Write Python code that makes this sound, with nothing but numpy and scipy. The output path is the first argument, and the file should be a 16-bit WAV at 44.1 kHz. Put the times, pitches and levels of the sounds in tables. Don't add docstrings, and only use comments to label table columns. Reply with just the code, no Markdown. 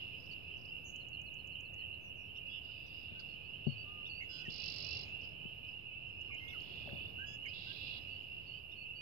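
import sys
import numpy as np
from scipy import signal
from scipy.fft import rfft, irfft
from scipy.io import wavfile
from scipy.ndimage import uniform_filter1d

SR = 44100
rng = np.random.default_rng(int(sys.argv[2]) if len(sys.argv) > 2 else 0)


def output_pcm(signal):
    pcm = np.clip(np.atleast_2d(signal).T, -1, 1) * 32767
    wavfile.write(sys.argv[1], SR, np.round(pcm).astype(np.int16))


def gain_from_decibels(decibels):
    exponent = np.asarray(decibels, float) / 20
    return 10 ** exponent


N = 397341

# time in seconds, level in dB.
FROG_LEVEL = [(0.0, -49), (0.2, -52), (1.93, -50), (2.31, -54), (2.43, -48), (2.81, -52.5), (4.99, -48.5),
              (5.37, -51.5), (7.93, -49), (8.63, -52.5), (9.01, -50)]
# time in seconds, level in dB.
FAR_SONG_LEVEL = [(0, -66.5), (.4, -74.5), (.85, -77.5), (1.1, -83), (1.9, -81.5), (2.4, -78), (2.7, -72),
                  (3.15, -71.5), (4.2, -75.5), (4.6, -62.5), (5.05, -65), (5.4, -74.5), (6.3, -76.5),
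                  (6.7, -63.5), (7.35, -80), (7.6, -67.5), (8.05, -68.5), (9.01, -82)]
# time in seconds, gain in dB.
CAMERA_GAIN = [(0, 2.5), (4.29, 0.5), (4.89, 4.5), (5.87, -0.5), (6.95, 6), (7.4, 2.5), (7.98, 4),
               (8.21, 0.5), (9.01, 1)]
# frequency in Hz, level in dB per Hz.
TRAFFIC_SPECTRUM = [(12, -28.5), (28, -22.5), (52, -8.5), (91, -1), (157, -7), (204, -13), (672, -19.5),
                    (1110, -28), (1770, -32), (2080, -39.5), (2500, -16), (3250, -38.5), (5500, -120)]
SONG_HAZE_SPECTRUM = [(1910, -1.5), (3250, 9.5), (3880, 1), (4180, 1), (4330, -2), (4680, -4.5), (4880, -3),
                      (5090, 3), (5230, -4.5), (5960, -24.5), (6980, -18), (7420, -56.5), (8000, -56.5),
                      (10400, -50.5), (17600, -120)]
HISS_SPECTRUM = [(3530, -38), (6000, -8.5), (6290, -10), (6890, -16.5), (8920, -11), (10700, -1),
                 (14000, 2), (15500, -1.5)]
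# frequency in Hz, left minus right in dB.
SHADE = [(60, -1), (110, -1.0), (200, 0.0), (380, -3.5), (700, -2.5), (1290, -2), (2380, -1.5), (4400, -13),
         (8120, 1), (15000, 0)]
# frequency in Hz, likeness from 0 to 1.
LIKENESS = [(30, .4), (60, .8), (130, 0.6), (290, 0.42), (640, .3), (1410, .3), (3100, .3), (6820, 0)]

# start in seconds, length in seconds, centre in Hz, pitch swing in Hz, level in dB.
PURRS = [
    (.05, 0.78975, 5110, 109.5, -78),
    (6.05, 0.67, 5189, 117, -77.5),
    (8.05, 0.61, 4909, 180, -75),
]
RATTLES = [(1.91, 0.075, 4057, 301, -71.5), (4.44, 0.6915, 6607, 200.9, -79.5),
           (4.52, 0.5195, 3662, 346.7, -60.5), (4.5, 0.602, 2375, 119, -69), (6.62, 0.3653, 4624, 309, -74),
           (7.44, 0.04787, 2200, 300, -56.5), (7.472, 0.0565, 4926, 180, -58.5),
           (7.48, .05, 4050, 200.3, -66), (7.5, 0.4485, 6581, 299.2, -88.5),
           (7.53, 0.4826, 2314, 152.1, -71)]
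HUSKS = [
    (2.61, .5, 4952, 131, -72.5),
    (2.61, .61, 3729, 300, -70),
    (7.52, .485, 3651, 305.7, -58),
    (7.54, .45, 5021, 199.5, -69.5),
]
BUZZES = [
    (4.285, 0.148, 5055, 160, -49.5),
    (4.3, 0.13, 4200, 200, -61),
    (4.295, 0.15, 3400, 120, -58),
    (4.3, .13, 6720, 150, -76),
]
BURRS = [
    (4.285, 0.17866, 1515, 52, -68.5),
    (4.196, 0.05576, 2210, 165, -45.5),
    (4.2, 0.07132, 6700, 280, -76),
]
WHIRR = [
    (.84, 0.08794, 6740, 403.1, -56.5),
]

# start in seconds, length in seconds, foot in Hz, top in Hz, level in dB.
TWITTERS = [(.178, 0.0125, 4791, 5298, -63.5), (0.197, 0.01377, 4788, 5257, -56.5),
            (.216, 0.01491, 4612, 5847, -62), (0.234, 0.01716, 4479, 5360, -60.5),
            (0.251, 0.01704, 4364, 5866, -57.5), (0.276, 0.00712, 4697, 5275, -64),
            (0.286, 0.008095, 4898, 5285, -65.5), (.296, 0.00806, 4803, 5411, -63),
            (0.583, 0.0204, 4316, 5722, -63), (0.608, 0.01513, 4393, 5804, -60),
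            (0.627, 0.02025, 4494, 5689, -67), (0.646, 0.01656, 3907, 5624, -55.5),
            (.67, 0.01539, 4703, 5210, -66), (0.687, 0.01788, 4525, 5100, -59.5),
            (0.725, 0.00775, 4474, 5383, -66.5), (2.939, 0.01657, 4239, 5401, -62),
            (2.961, 0.00964, 4314, 5189, -58.5), (2.987, 0.01236, 4642, 5317, -61),
            (3.002, 0.0129, 4506, 5254, -60), (3.027, 0.01214, 4632, 5344, -63),
            (3.05, 0.01114, 4760, 5344, -68.5), (5.209, .013, 4421, 5863, -58),
            (5.225, 0.02, 4383, 5610, -58.5), (5.238, 0.019305, 3992, 5425, -54),
            (5.261, 0.01752, 4531, 5264, -62), (5.289, 0.00889, 4715, 5510, -63),
            (5.305, 0.01559, 4613, 5499, -67), (5.328, 0.01007, 4940, 5278, -70.5),
            (5.667, 0.01314, 4900, 5401, -73), (5.679, .017, 4500, 5392, -64.5),
            (5.707, 0.01453, 4606, 5298, -65.5), (5.724, 0.0169, 4691, 5100, -68.5)]
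# start in seconds, length in seconds, foot in Hz, top in Hz, level in dB.
ARCHES = [
    (0.308, 0.03486, 4388, 4672, -64),
    (3.185, 0.031, 1104, 1573, -73.5),
    (3.191, .025, 4237, 4989, -57.5),
    (7.456, 0.01673, 6304, 6592, -74),
]
COO = (3.84, .21, 1165, 1222, -69)
# start in seconds, peak level in dB, upper edge of the throat band in Hz.
CHACKS = [(0.3197, -52.5, 5000), (2.357, -58.5, 3800), (3.191, -51.5, 4723), (3.2, -53, 4843),
          (3.194, -66.5, 6500), (3.21, -57, 4000), (3.64, -57, 3890), (3.8813, -56, 3820),
          (4.06, -57, 3800), (4.4087, -59.5, 6791), (5.64, -55, 4000), (5.9923, -72, 3660),
          (6.485, -58.5, 3800)]
# start in seconds, length in seconds, start in Hz, end in Hz, level in dB.
SEEPS = [(0.569, 0.01517, 5531, 6128, -75.5), (2.005, 0.1009, 6596, 5664, -77),
         (2.15, 0.06963, 6585, 5471, -81), (2.188, 0.1121, 5734, 5398, -79.5),
         (2.861, 0.02705, 5946, 5628, -74.5), (4.27, 0.3163, 7459, 7692, -85),
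         (4.694, .11, 7511, 7435, -82.5), (8.207, 0.0399, 6989, 6900, -84.5),
         (8.566, 0.0278, 6800, 7170, -90.5), (8.882, 0.05456, 7078, 7175, -88)]
WHISTLES = [(1.715, 0.1199, 1930, 1982, -71.5), (1.813, 0.0464, 1811, 1972, -71.5),
            (3.146, 0.06524, 1470, 1560, -71), (5.913, 0.0541, 2260, 2312, -65.5),
            (3.229, 0.15004, 4890, 5100, -74), (2.47, 0.0037, 5584, 3750, -64.5),
            (3.443, 0.039, 4460, 4440, -74.5), (3.489, 0.034, 4810, 5050, -72.5),
            (6.492, 0.05376, 5851, 5798, -77.5), (7.272, 0.1066, 6191, 6342, -73.5),
            (4.488, 0.02334, 3334, 3524, -57), (6.298, 0.01738, 1193, 1106, -65.5),
            (6.3, 0.0741, 2384, 2446, -48.5), (6.305, 0.065, 2191, 2171, -56),
            (6.393, 0.14637, 2077, 2155, -54), (6.523, 0.01998, 2373, 1987, -54),
            (6.399, 0.0694, 6395, 6232, -82.5), (2.683, .03, 1418, 1448, -73.5),
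            (6.539, 0.03309, 1554, 1220, -60.5), (6.604, 0.00487, 5546, 3830, -55),
            (6.617, 0.02637, 4884, 5410, -68), (6.889, 0.00598, 2331, 1300, -56),
            (7.42, 0.03693, 1160, 1148, -82), (7.453, 0.02132, 2426, 2101, -45),
            (7.66, 0.07587, 1467, 1628, -65), (8.006, 0.02818, 4973, 5125, -64)]
# start in seconds, peak level in dB.
TICKS = [(0.961, -47.5), (1.0865, -53.5), (1.2157, -53.5), (1.3409, -54.5), (1.473, -54.5), (1.6067, -53.5),
         (1.741, -55.5), (6.0891, -68), (6.213, -58), (6.3455, -56.5), (6.4844, -57.5), (6.6184, -58),
         (6.759, -69)]
# start in seconds, second overtone in dB, third overtone in dB.
CHUCKS = [
    (2.349, -71, -75),
    (4.05, -64, -74),
    (6.473, -60.5, -74.5),
    (8.705, -69.5, -80),
]
# start in seconds, length in seconds, start in Hz, end in Hz.
REEDY = [(2.484, 0.11772, 1641, 1705), (2.495, 0.0816, 1168, 1219), (4.451, 0.02189, 1985, 1802),
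         (7.18, 0.0824, 1460, 1660), (7.258, 0.10782, 1656, 1696), (7.48, 0.02711, 2431, 2537)]
# first, second, third and fourth partial in dB.
REEDY_PARTIALS = [(-88, -59.5, -69.5, -98.5), (-85.5, -84, -68, -73.5), (-54, -83, -70, -93.5),
                  (-54, -80.5, -91.5, -87), (-68.5, -64, -61.5, -66), (-48, -59.5, -95.5, -99)]
# start in seconds, start in Hz, end in Hz, level in dB.
LOW_PIPER = [(3.275, 4454, 4360, -69.5), (3.664, 4492, 4383, -62.5), (4.085, 4571, 4345, -60),
             (8.09, 4584, 4494, -68.5), (8.455, 4530, 4388, -66), (8.758, 4355, 4407, -64)]
HIGH_PIPER = [(3.769, 4620, 4600, -63), (4.143, 4630, 4600, -60), (8.53, 4680, 4590, -71),
              (8.95, 4540, 4600, -65)]

# time in seconds, pulses a second, level in dB.
FAINT_TRILL = [(2.61, 174, -72), (2.7, 170.5, -70), (2.85, 166.5, -70), (3.11, 162.5, -71)]
NEAR_TRILL = [(4.49, 52.5, -53), (4.65, 50, -51.5), (4.74, 48, -50.5), (4.85, 47.2, -50.5),
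              (4.93, 49.2, -51), (5.06, 48, -56)]
FAR_TRILL = [(6.59, 50.5, -72), (6.75, 48.8, -69), (6.86, 47.5, -67), (6.95, 48.6, -67), (7.108, 48.8, -68),
             (7.12, 49, -80)]
QUICK_TRILL = [(7.528, 91, -63), (7.68, 91.3, -61), (7.87, 88.8, -60), (7.997, 85, -61)]
# place in the pulse from 0 to 1, pitch in Hz, level in dB.
FAINT_LOW = [(.2, 3590, 2.5), (.7, 4005, -5.5)]
FAINT_HIGH = [(0, 4950, 10), (.5, 4756, -1.5)]
NEAR_PULSE = [(0, 5650, 12), (.08, 4820, 18.5), (.14, 3550, 6), (.21, 4900, 14), (.3, 5150, 9),
              (.4, 4950, 7.5), (.55, 4200, 4), (.72, 3850, 4), (.87, 4550, 8), (.94, 5100, 14)]
FAR_PULSE = [(0, 3458, 16.71), (.15, 3380, 9), (.3, 4200, 2), (.5, 4969, 3.7), (.7, 4400, 3),
             (.85, 3515, 5.7)]
QUICK_LOW = [(0, 3700, 10), (.1, 4050, 13), (.25, 3850, 11), (.4, 3300, 5), (.55, 4300, 11),
             (.65, 3850, 17.5), (.75, 3250, 12), (.88, 3300, 10)]
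QUICK_HIGH = [(0, 5050, 10), (.25, 4500, 1), (.5, 5050, 6), (.73, 4400, 0)]

# start in seconds, peak level in dB, time to ring down 60 dB in seconds, brightness in dB.
BUMPS = [(3.118, -43.5, 0.0634, -23.5), (3.667, -22, 0.16635, -21.5), (4.48, -35, 0.099, -32),
         (5.452, -35, 0.07014, -29.5), (6.857, -44.5, 0.1076, -8), (6.872, -50, 0.2961, 7),
         (6.913, -43.5, 0.0788, -7), (6.929, -35, 0.08846, -12.5), (6.949, -49, 0.2353, -1)]
# frequency in Hz, level in dB, share of the ring time.
BODY = [(107.63, -13, 3.615), (138.17, 8, 0.6463), (176.13, 2.5, 0.4311), (235.9, 0.5, 0.599),
        (353.02, -9.5, 0.4163), (560.82, 2.5, 0.7724), (863.3, -12.5, 0.29)]

POND_LEAD = 17


def level(x, db):
    return x * gain_from_decibels(db) / np.sqrt(np.mean(x ** 2))


def curve(table):
    s, *columns = np.transpose(table)
    return [np.interp(np.arange(N) / SR, s, c) for c in columns]


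def walk(rate):
    k = int(SR / rate)
    steps = np.repeat(rng.standard_normal(N // k + 1), k)
    return 1.2 * uniform_filter1d(uniform_filter1d(steps, k), k)[:N]


def shaded(hz):
    return -23 * min(hz / 3508, 1) ** 2


def add(out, s, wave, left_db):
    i = int(s * SR)
    wave = wave[..., :out.shape[1] - i]
    out[:, i:i + wave.shape[-1]] += wave * np.array([[gain_from_decibels(left_db)], [1]])


def note(length, hz, db, edge=.25, rough=.003):
    u = np.arange(int(length * SR)) / (length * SR)
    knots = rng.standard_normal((2, int(300 * length) + 3))
    sway, flicker = (np.interp(u, np.linspace(0, 1, len(k)), k) for k in knots)
    fade = np.sin(np.pi / 2 * np.clip(np.minimum(u, 1 - u) / edge, 0, 1))
    turn = 2 * np.pi * np.cumsum(hz(u) * (1 + rough * sway)) / SR
    return np.sqrt(2) * gain_from_decibels(db + 200 * rough * flicker) * fade * np.sin(turn)


def slur(out, s, length, start, end, db, left_db):
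    add(out, s, note(length, lambda u: end + (start - end) * (1 - u) ** 1.5, db + 1), left_db)


def arch(out, s, length, foot, top, db, rough=.022):
    wave = note(length, lambda u: foot + (top - foot) * np.sin(np.pi * u), db + 2.5, rough=rough)
    add(out, s, wave, shaded(foot))


def reeds(x, t60):
    t = np.arange(int(.5 * SR)) / SR
    tail = rng.standard_normal((2, len(t))) * gain_from_decibels(-60 * t / t60)
    return signal.fftconvolve(x, tail / np.sqrt(np.sum(tail[0] ** 2)), axes=1)[:, :x.shape[1]]


def air(spectrum, shade=0.86):
    log_hz = np.log(np.arange(N // 2 + 1) * SR / N + 1)

    def read(table, **ends):
        hz, value = np.transpose(table)
        return np.interp(log_hz, np.log(hz), value, **ends)

    alike = np.clip(read(LIKENESS), -.95, .95)
    mid, side = rfft(rng.standard_normal((2, N)))
    pair = np.sqrt(1 + alike) * mid + np.sqrt(1 - alike) * side * np.array([[1], [-1]])
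    tilt = shade * read(SHADE) * np.array([[.5], [-.5]])
    pair = irfft(pair * gain_from_decibels(read(spectrum, left=-150, right=-150) + tilt), N)
    pair[0] = np.roll(pair[0], -POND_LEAD)
    return pair / np.std(pair.mean(axis=0))


def traffic():
    return air(TRAFFIC_SPECTRUM) * gain_from_decibels(-60 + 0.83 * walk(1.7492) + 0.9719 * curve(CAMERA_GAIN)[0])


def far_songs():
    return air(SONG_HAZE_SPECTRUM, shade=0.8) * gain_from_decibels(curve(FAR_SONG_LEVEL)[0] + 1.6 * walk(13))


def frogs(count=140):
    out = np.zeros((2, N + SR))
    for pitch, size, place, pace in rng.standard_normal((count, 4)):
        hz = 2790 + 255 * np.tanh(.45 * pitch)
        peep = note(.12, lambda u: hz + 300 * (u - .6), 3.554 * size, edge=0.2058, rough=0.0026942)
        peep = np.pad(peep * np.linspace(.3, 1, len(peep)), 40)
        pair = np.array([np.roll(peep, round(1.4 * place - POND_LEAD)), peep])
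        gaps = 1 + .1 * pace + .08 * rng.standard_normal(size=16)
        for s in np.cumsum(gaps) - gaps[0] * rng.random():
            if s < N / SR + 1:
                add(out, s, pair, -8.3 + 2.3 * place)
    out[0] = irfft(-1j * rfft(out[0]), out.shape[1])
    out = (out + gain_from_decibels(-3.5) * reeds(out, .3))[:, SR:]
    now = np.sqrt(uniform_filter1d(out.mean(axis=0) ** 2, SR // 3))
    return out / now * gain_from_decibels(curve(FROG_LEVEL)[0])


def buzzes(table, rate, rough):
    out, wobble = np.zeros((2, N)), walk(600)
    for s, length, hz, swing, db in table:
        turn = 2 * np.pi * rate * np.arange(int(length * SR)) / SR
        shake = rough * wobble[int(s * SR):][:len(turn)]
        path = hz + swing * (shake - np.cos(turn + 0.43))
        voice = note(length, lambda u: path, db, edge=0.043 / length, rough=0.0037)
        add(out, s, voice * (1 + 0.53 * np.cos(turn)), shaded(hz))
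    return out


def swallows():
    out = np.zeros((2, N))
    throat_hz, throat_width_hz = 5100, 220
    for s, length, foot, top, db in TWITTERS:
        stroke = note(length, lambda u: foot + (top - foot) * u, db, edge=0.18)
        off = (np.linspace(foot, top, len(stroke)) - throat_hz) / throat_width_hz
        add(out, s, stroke / np.sqrt(1 + off ** 2), -14)
    return out


def arched_calls():
    out = np.zeros((2, N))
    for row in ARCHES:
        arch(out, *row)
    arch(out, *COO, rough=.003)
    return out


def chacks():
    out, t = np.zeros((2, N)), np.arange(int(.04 * SR)) / SR
    for s, db, hz in CHACKS:
        passband = signal.butter(2, [hz * .75, hz * 0.9956], "band", fs=SR, output="sos")
        burst = level(signal.sosfilt(passband, rng.standard_normal(len(t))), db - 0.5)
        add(out, s, burst * np.minimum(t / 0.0065, 1) * np.exp(-t / 0.0078), -15)
    return out


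def seeps():
    out = np.zeros((2, N))
    for row in SEEPS:
        slur(out, *row, left_db=-16.5)
    return out


def sparrow():
    out = np.zeros((2, N))
    for s, db in TICKS:
        for lag, hz, sweep in ((0, 7404, -1600), (.0035, 5389, 2392.5)):
            tick = note(0.002502, lambda u: hz + sweep * u, db - 4.5, edge=0.8839)
            add(out, s + lag - .001, tick, -12)
        slur_db = -69.5 if s < 2 else -75.5
        length, fall_db = .028 + .014 * rng.random(), slur_db - 1 + 2.5 * rng.standard_normal()
        fall = note(length, lambda u: 4150 + 800 * (.7 - u) ** 2, fall_db, rough=.012)
        add(out, s + .043, fall, -9)
        add(out, s + 0.078, note(0.018, lambda u: 3450 + 500 * u, slur_db - 5.5), -14)
    return out


def whistles():
    out = np.zeros((2, N))
    for s, length, start, end, db in WHISTLES:
        slur(out, s, length, start, end, db, shaded(start))
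    return out


def chucks():
    out = np.zeros((2, N))
    for s, *levels in CHUCKS:
        for k, db in enumerate(levels, start=2):
            arch(out, s, .044, k * 1530, k * 1830, db, rough=.03)
    return out


def reedy_notes():
    out = np.zeros((2, N))
    for (s, length, start, end), partials in zip(REEDY, REEDY_PARTIALS):
        for k, db in enumerate(partials, start=1):
            slur(out, s, length, k * start, k * end, db, shaded(k * start))
    return out


def trill(table, pulse, peak_s, left_db, edge_s=0.032):
    rate, db = curve(table)
    t = np.arange(N) / SR
    on = np.clip(np.minimum(t - table[0][0], table[-1][0] - t) / edge_s, 0, 1)
    count = np.cumsum(rate) / SR
    count = count - count[int(peak_s * SR)]
    place, hz, pulse_db = np.transpose(pulse)

    def read(column):
        return uniform_filter1d(np.interp(count, place, column, period=1), size=24)

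    strength = gain_from_decibels(read(pulse_db) + 1.5 * walk(300) + .7 * walk(45))
    pitch = read(hz) + 80 * walk(500)
    wave = strength * np.sin(2 * np.pi * np.cumsum(pitch) / SR)
    passband = signal.butter(10, 5850, fs=SR, output="sos")
    return signal.sosfilt(passband, wave) * on * gain_from_decibels(db + np.array([[left_db], [0]]))


def pipers():
    out = np.zeros((2, N))
    for table, length, left_db in ((LOW_PIPER, 0.0926, -20.5), (HIGH_PIPER, 0.071, -8)):
        for s, start, end, db in table:
            slur(out, s, length, start, end, db, left_db)
    return out


def bumps():
    out, t = np.zeros((2, N)), np.arange(int(.3 * SR)) / SR
    push = np.sin(np.pi / 2 * np.minimum(t / 0.0044174, 1)) ** 2
    glide, glide_s = 0.9404, 0.0034154
    bent = t + glide * glide_s * (1 - np.exp(-t / glide_s))
    for s, db, t60, bright_db in BUMPS:
        ring = np.zeros(len(t))
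        for hz, mode_db, share in BODY:
            decay = gain_from_decibels(mode_db + bright_db * (hz > 450) - 60 * t / (t60 * share))
            ring += decay * np.sin(2 * np.pi * hz * bent)
        add(out, s, gain_from_decibels(db - 28.5) * push * ring, 26)
    high = signal.butter(2, 80, "high", fs=SR, output="sos")
    return signal.sosfilt(high, out)


def scene():
    birds = buzzes(PURRS, 60, .4) + buzzes(RATTLES, 190, .4) + buzzes(HUSKS, 175, 1.2)
    birds += buzzes(BUZZES, 188, .12) + buzzes(BURRS, 75, .12) + buzzes(WHIRR, 280, .25)
    birds += swallows() + arched_calls() + chacks() + seeps()
    birds += whistles() + chucks() + reedy_notes() + pipers()
    for voice in (FAINT_LOW, FAINT_HIGH):
        birds += trill(FAINT_TRILL, voice, 2.8096, -20)
    birds += trill(NEAR_TRILL, NEAR_PULSE, 4.6204, -25)
    birds += trill(FAR_TRILL, FAR_PULSE, 6.9657, -16)
    for voice in (QUICK_LOW, QUICK_HIGH):
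        birds += trill(QUICK_TRILL, voice, 7.5665, -24, edge_s=.012)
    birds[0] = np.roll(birds[0], 8)
    twigs = gain_from_decibels(-6.5) * reeds(birds, t60=.07)
    birds += sparrow()
    scatter = gain_from_decibels(-16) * reeds(birds, t60=0.63)
    return birds + scatter + twigs + frogs() + far_songs() + traffic() + bumps()


def roll_off(x):
    return signal.sosfilt(signal.butter(12, 15640, fs=SR, output="sos"), x)


def record(dry):
    hiss_db = curve(CAMERA_GAIN)[0] - 85 + 1.0 * walk(5) + .7 * walk(12)
    hiss = air(HISS_SPECTRUM, shade=.4) * gain_from_decibels(hiss_db)
    return roll_off(dry + hiss - .0005)


dry = scene()
out = record(dry)
output_pcm(out)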